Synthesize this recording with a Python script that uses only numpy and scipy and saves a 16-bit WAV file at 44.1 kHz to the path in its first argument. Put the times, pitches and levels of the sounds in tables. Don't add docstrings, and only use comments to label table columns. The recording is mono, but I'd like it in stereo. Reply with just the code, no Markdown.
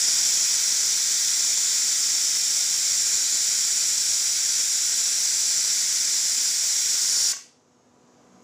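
import sys
import numpy as np
from scipy import signal
from scipy.io import wavfile
from scipy.ndimage import uniform_filter1d

SR = 44100
rng = np.random.default_rng(int(sys.argv[2]) if len(sys.argv) > 2 else 0)


def volts_from_decibels(level):
    exponent = np.asarray(level, float) / 20
    return 10 ** exponent


def persist_wave(psi):
    counts = np.round(np.clip(psi, -1, 1) * 32767).astype(np.int16)
    wavfile.write(sys.argv[1], SR, np.atleast_2d(counts).T)


N = 371763
T = np.arange(N) / SR
HOP, BINS = 512, np.fft.rfftfreq(2048, 1 / SR)
FRAMES = np.arange(N // HOP + 5) * HOP / SR

SINKS_S, SHUTS_S, SHUT_TIME_S = (6.9, 7.08), 7.3245, 0.0058
SAG_S, CHOKE_S = 1.5, 0.041
RECOVERS_S = 7.67


def evened(x):
    return x / np.sqrt(np.mean(x ** 2) + 1e-20)


def read(points, hz):
    f, value = np.transpose(points)
    return np.interp(np.log(hz + 1), np.log(f + 1), value)


def bump(hz, width):
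    return 1 / (1 + (2 * (BINS[:, None] - hz) / width) ** 2)


def hiss(field_db):
    a, b = rng.standard_normal((len(FRAMES), len(BINS), 2)).T
    spectrum = (a + 1j * b) * volts_from_decibels(field_db)
    return evened(signal.istft(spectrum, nperseg=2048, noverlap=2048 - HOP)[1][:N])


def streaks(bins, frames):
    noise = rng.standard_normal((len(FRAMES), len(BINS))).T
    for _ in range(2):
        noise = uniform_filter1d(noise, int(bins), 0)
        noise = uniform_filter1d(noise, int(frames), 1)
    return evened(noise)


def band(x, lo_hz, hi_hz):
    return signal.sosfilt(signal.butter(4, [lo_hz, hi_hz], "band", fs=SR, output="sos"), x)


def burst(noise, lo_hz, hi_hz, length_s):
    arch = np.sin(np.pi * np.clip(T[:len(noise)] / length_s, 0, 1))
    return evened(band(noise, lo_hz, hi_hz)) * arch


def stages(t):
    full = np.exp(-t / SAG_S)
    sunk = np.interp(t, SINKS_S, [0, 1])
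    choke = np.clip(1 + (t - SHUTS_S) / CHOKE_S, 0, 1)
    return full, sunk, choke


def creep(db_per_s):
    return db_per_s * np.maximum(T - RECOVERS_S, 0)


# (frequency [Hz], level [dB per Hz])
JET_COLOUR = [(470, -53.5), (800, -35), (1220, -28), (1450, -17), (1950, -15), (2860, -18.5), (3450, -11),
              (4410, -10), (5650, 0.5), (6320, -5.5), (7240, 0.5), (8820, -13.5), (10800, -18),
              (12300, -26), (15400, -19)]
# (frequency [Hz], width [Hz], level [dB])
SINKING_PEAKS = [(1600, 460, 3), (2290, 560, -4.5), (3580, 600, -1.5), (4620, 500, 5.5), (6980, 310, 3.5),
                 (7600, 610, -5), (9000, 300, 2), (9160, 350, 6.5), (10400, 500, -5), (11200, 400, 4.5),
                 (12300, 800, 3.5), (14500, 1500, -2)]
VENT_HZ = [1570, 1760, 2180, 2337, 2800, 3130, 3280, 3790, 4200, 4420, 4630, 5150, 5280, 5450, 5595, 5950,
           6400, 6597, 6740, 6985, 7150, 7210, 7500, 7888, 8050, 8200, 9336, 10440, 14200, 15300]
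# (width [Hz], level [dB])
VENT_SHAPE = [(150, -0.5), (80, -8), (60, 0), (50, 3.5), (200, -11), (60, -1.5), (80, -3.5), (70, -2.5),
              (110, 1.5), (170, -7.5), (200, 4), (120, 4), (110, -6.5), (100, 0.5), (79.5, 2.5), (249, 1.5),
              (120, -3.5), (55.6, 3.5), (90, -3), (29.7, 5), (35, -3.5), (65, 2), (100, 1.5), (50, 5.5),
              (60, -8), (90, 0.5), (35, 8.5), (300, 3.5), (150, 2.5), (150, -5)]
# (time [s], path [mm])
ECHO_PATH = [(0, 14.05), (1.2, 14.4), (2.2, 14.65), (2.9, 13.8), (3.9, 13.8), (4.4, 14.65), (5.0, 13.95),
             (6.2, 13.7), (7.0, 14.3)]
# (frequency [Hz], level [dB per Hz])
AWAY_COLOUR = [(300, -27.5), (1200, -22), (2200, -14), (2900, -13), (3900, -14), (4800, -5), (5900, 1),
               (6600, 1), (7600, -4), (8800, -14.5), (10300, -22.5), (12200, -21.5), (15400, -24)]
SOUND_MM_PER_S, RIM_SHORTER = 343000, .92
NOTCH_WIDTH_HZ, NOTCH_DB, RIM_NOTCH_DB = 700, -6.5, -4.0
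NOTCH_FILLS = .6
MEAN_NOTCH_HZ, MEAN_NOTCH_WIDTH_HZ, MEAN_NOTCH_DB = 12330, 900, 1.9
JET_DB, SAG_DB, SURGE_DB, AWAY_DB = -22, -1.28, 1.0, -8
BODY_DB, TOP_DB = (1.5, -1.5), (0, -0.5)
CHOKE_DB, CHOKE_EDGES_DB = -2, 3


def jet():
    f = BINS[:, None]
    full, sunk, choke = stages(FRAMES)
    field = read(JET_COLOUR, f)
    field = field + sunk * sum(db * bump(hz, width) for hz, width, db in SINKING_PEAKS)

    path_s, path_mm = np.transpose(ECHO_PATH)
    notch_hz = SOUND_MM_PER_S / (2 * np.interp(FRAMES, path_s, path_mm))
    notches = NOTCH_DB * bump(notch_hz, NOTCH_WIDTH_HZ)
    notches += RIM_NOTCH_DB * bump(notch_hz / RIM_SHORTER, NOTCH_WIDTH_HZ / 2)
    field += (1 - NOTCH_FILLS * sunk) * notches
    field += (1 - sunk) * MEAN_NOTCH_DB * bump(MEAN_NOTCH_HZ, MEAN_NOTCH_WIDTH_HZ)

    body, top = (a * full + b * sunk + CHOKE_EDGES_DB * choke for a, b in (BODY_DB, TOP_DB))
    field += np.clip((4500 - f) / 1000, 0, 1) * (body - body.mean())
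    field += np.clip((f - 8500) / 1000, 0, 1) * (top - top.mean())
    field += sum(db * bump(hz, width) for hz, (width, db) in zip(VENT_HZ, VENT_SHAPE))
    near = field + (.9 + 1.4 * f / 12000) * streaks(2, 90) + .5 * streaks(12, 30)

    flutter_db = 0.28 * evened(band(rng.standard_normal(N), 2.1, 37))
    flutter_db += 0.59 * evened(band(rng.standard_normal(N), 45, 600))
    valve = np.clip((SHUTS_S - T) / SHUT_TIME_S + .5, 0, 1)
    full, sunk, choke = stages(T)
    level_db = JET_DB + SAG_DB * (1 - full) + SURGE_DB * sunk + CHOKE_DB * choke + flutter_db
    strength = volts_from_decibels(level_db) * valve
    return hiss(near) * strength, hiss(read(AWAY_COLOUR, f)) * strength * volts_from_decibels(AWAY_DB)


# (time [s], knock level [dB], puff level [dB])
LANDING = [
    (7.3295, -27.5, -50),
    (7.3635, -38, -36),
    (7.384, -42, -44),
]
# (frequency [Hz], level [dB], t60 [s])
LID = [(670, -19, .04), (1115, -14, .055), (1240, -20, .04), (1550, -6.5, .028), (1950, -7.5, .026),
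       (2800, -13, .022)]
KNOCK, PUFF = (900, 2200, .01), (4900, 7800, .012)  # (low [Hz], high [Hz], length [s])
THUD, THUD_DB = (200, 1000, .011), -24
SCRATCH_DB, SEATING_S = -14, .005


def weight():
    t = T[:6000]
    decay_s = np.maximum(t - SEATING_S, 0)
    ring = sum(volts_from_decibels(db - 60 * decay_s / t60) * np.sin(2 * np.pi * hz * t) for hz, db, t60 in LID)
    ring = ring * np.clip(t / SEATING_S, 0, 1)
    out = np.zeros(N + len(t))
    noises = rng.standard_normal((len(LANDING), len(t)))
    for (s, knock_db, puff_db), noise in zip(LANDING, noises):
        knock = ring + volts_from_decibels(SCRATCH_DB) * burst(noise, *KNOCK) + volts_from_decibels(THUD_DB) * burst(noise, *THUD)
        start = round(s * SR)
        out[start:start + len(t)] += volts_from_decibels(knock_db) * knock + volts_from_decibels(puff_db) * burst(noise, *PUFF)
    return out[:N]


# (frequency [Hz], t60 [s])
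KITCHEN_T60 = [(300, 0.33), (1500, 0.44), (4000, 0.45), (7000, 0.34), (9000, 0.41), (11000, 0.35),
               (13000, 0.25), (15000, 0.29)]


def kitchen(x):
    taps = np.zeros(SR // 2)
    at = np.arange(200, len(taps) - 20, 20)
    taps[at + rng.integers(0, 20, len(at))] = rng.choice([-1., 1.], len(at))
    hz, t, z = signal.stft(taps, SR, nperseg=256)
    decay = volts_from_decibels(-60 * t / read(KITCHEN_T60, hz)[:, None])
    tail = signal.istft(z * decay, SR, nperseg=256)[1]
    return signal.oaconvolve(x, tail / np.linalg.norm(tail))[:N]


# (frequency [Hz], level [dB per Hz])
LEAK_COLOUR = [(1180, -32.5), (2000, -8.5), (2740, -6), (3930, -6), (4310, -7), (6730, 1.5), (8760, -15),
               (10800, -22), (12000, -21), (13100, -26), (15400, -33)]
LEAK_DB, LEAK_DB_PER_S = -69.5, 7.5


def leak():
    field = read(LEAK_COLOUR, BINS[:, None])
    field = field + 9 * bump(6487, 25)
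    field += 3 * bump(7500, 700) - 2.5 * bump(8500, 600) + 4 * bump(10800, 250)
    field += 4 * bump(13100, 250) - 5 * bump(12000, 700) - 4 * bump(13800, 400)
    field = field + 1.5 * streaks(6, 10)
    return volts_from_decibels(LEAK_DB + creep(LEAK_DB_PER_S)) * hiss(field)


# (frequency [Hz], level [dB per Hz])
HOB_COLOUR = [(30, -44), (55, -36.5), (75, -22), (105, -11.5), (200, -10.5), (330, -9), (500, -12),
              (760, -14.5), (1200, -17.5), (1600, -23.5), (3000, -36), (4500, -57)]
# (multiple of the blade rate [1], level re the hob [dB])
FAN = [(1, -3.5), (2, -8), (3, -12), (4, -13.5), (5, -21)]
FAN_HZ, HOB_DB, HOB_DB_PER_S = 245.7, -65.5, 10
HELD_DB, FREED_S = -4.5, 0.27
DRONE_S, DRONE_HZ, DRONE_DB, DRONE_RISE_S = 8.24, 188, -60.5, 0.087
DRONE_FADES_S, DRONE_FADE_DB_PER_S = 8.38, -150


def hob():
    waver = .0005 * evened(band(rng.standard_normal(N), 1, 6))
    turns = np.cumsum(FAN_HZ * (1 + waver)) / SR
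    tone = sum(np.sqrt(2) * volts_from_decibels(db) * np.sin(2 * np.pi * (k * turns + rng.random())) for k, db in FAN)
    wash = volts_from_decibels(2.0) * hiss(read(HOB_COLOUR, BINS[:, None]) + 1.2 * streaks(1.9, 3.5))
    drone_db = DRONE_DB + DRONE_FADE_DB_PER_S * np.maximum(T - DRONE_FADES_S, 0)
    swell = np.clip((T - DRONE_S) / DRONE_RISE_S, 0, 1) * volts_from_decibels(drone_db)
    drone = swell * np.sqrt(2) * np.sin(2 * np.pi * DRONE_HZ * T)
    held_db = HELD_DB * np.clip((SHUTS_S - T) / FREED_S + .5, 0, 1)
    return volts_from_decibels(HOB_DB + held_db + creep(HOB_DB_PER_S)) * (wash + tone) + drone


# (time [s], centre [Hz], width [Hz])
SPLITS = [(.27, 9650, 1500), (.78, 9700, 1500), (.78, 13150, 1500), (1.13, 6300, 1250), (1.5, 7250, 2000),
          (1.85, 13150, 1500), (2.34, 7300, 2000), (3.41, 6300, 1300), (3.62, 9000, 1500),
          (3.69, 7600, 2700), (4.15, 5200, 1200), (4.92, 5700, 1200), (5.31, 8600, 2100),
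          (5.31, 14200, 2200), (5.48, 13800, 1500), (5.8, 9700, 1400), (6.29, 7000, 1400),
          (6.29, 10450, 1500), (7.29, 5750, 1200)]
SPLIT_DB = -28.5
FRAME, FRAME_START = 1024, 817


def splits():
    side, window = np.zeros(N), signal.windows.cosine(2 * FRAME)
    n = np.arange(2 * FRAME)[:, None] + .5 + FRAME / 2
    k = np.arange(FRAME) + .5
    basis, hz = np.cos(np.pi / FRAME * n * k), k * SR / (2 * FRAME)
    for (s, centre_hz, width), lines in zip(SPLITS, rng.standard_normal((len(SPLITS), FRAME))):
        start = FRAME_START + FRAME * (round((s * SR - FRAME_START) / FRAME) - 1)
        in_band = abs(hz - centre_hz) < width / 2
        level = volts_from_decibels(SPLIT_DB + read(JET_COLOUR, centre_hz))
        side[start:start + 2 * FRAME] += level * evened(basis @ (lines * in_band)) * window
    return side


def scene():
    toward, away = jet()
    knocks = weight()
    walls = kitchen(away + volts_from_decibels(-12) * knocks)
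    mono = toward + knocks + walls + hob() + leak()
    return np.array([mono, mono])


def roll_off(x):
    return signal.sosfilt(signal.butter(12, 16340, fs=SR, output="sos"), x)


def record(dry):
    low_cut = signal.butter(2, 85, "high", fs=SR, output="sos")
    rumble = volts_from_decibels(-5.5) * signal.sosfilt(low_cut, band(dry ** 2, 15, 1500))
    edge = signal.firwin(2047, 15500, window=("kaiser", 10), fs=SR)
    mid = signal.oaconvolve(dry + rumble, edge[None], "same")
    side = splits()
    return roll_off(mid + np.array([side, -side]))


dry = scene()
out = record(dry)
persist_wave(out)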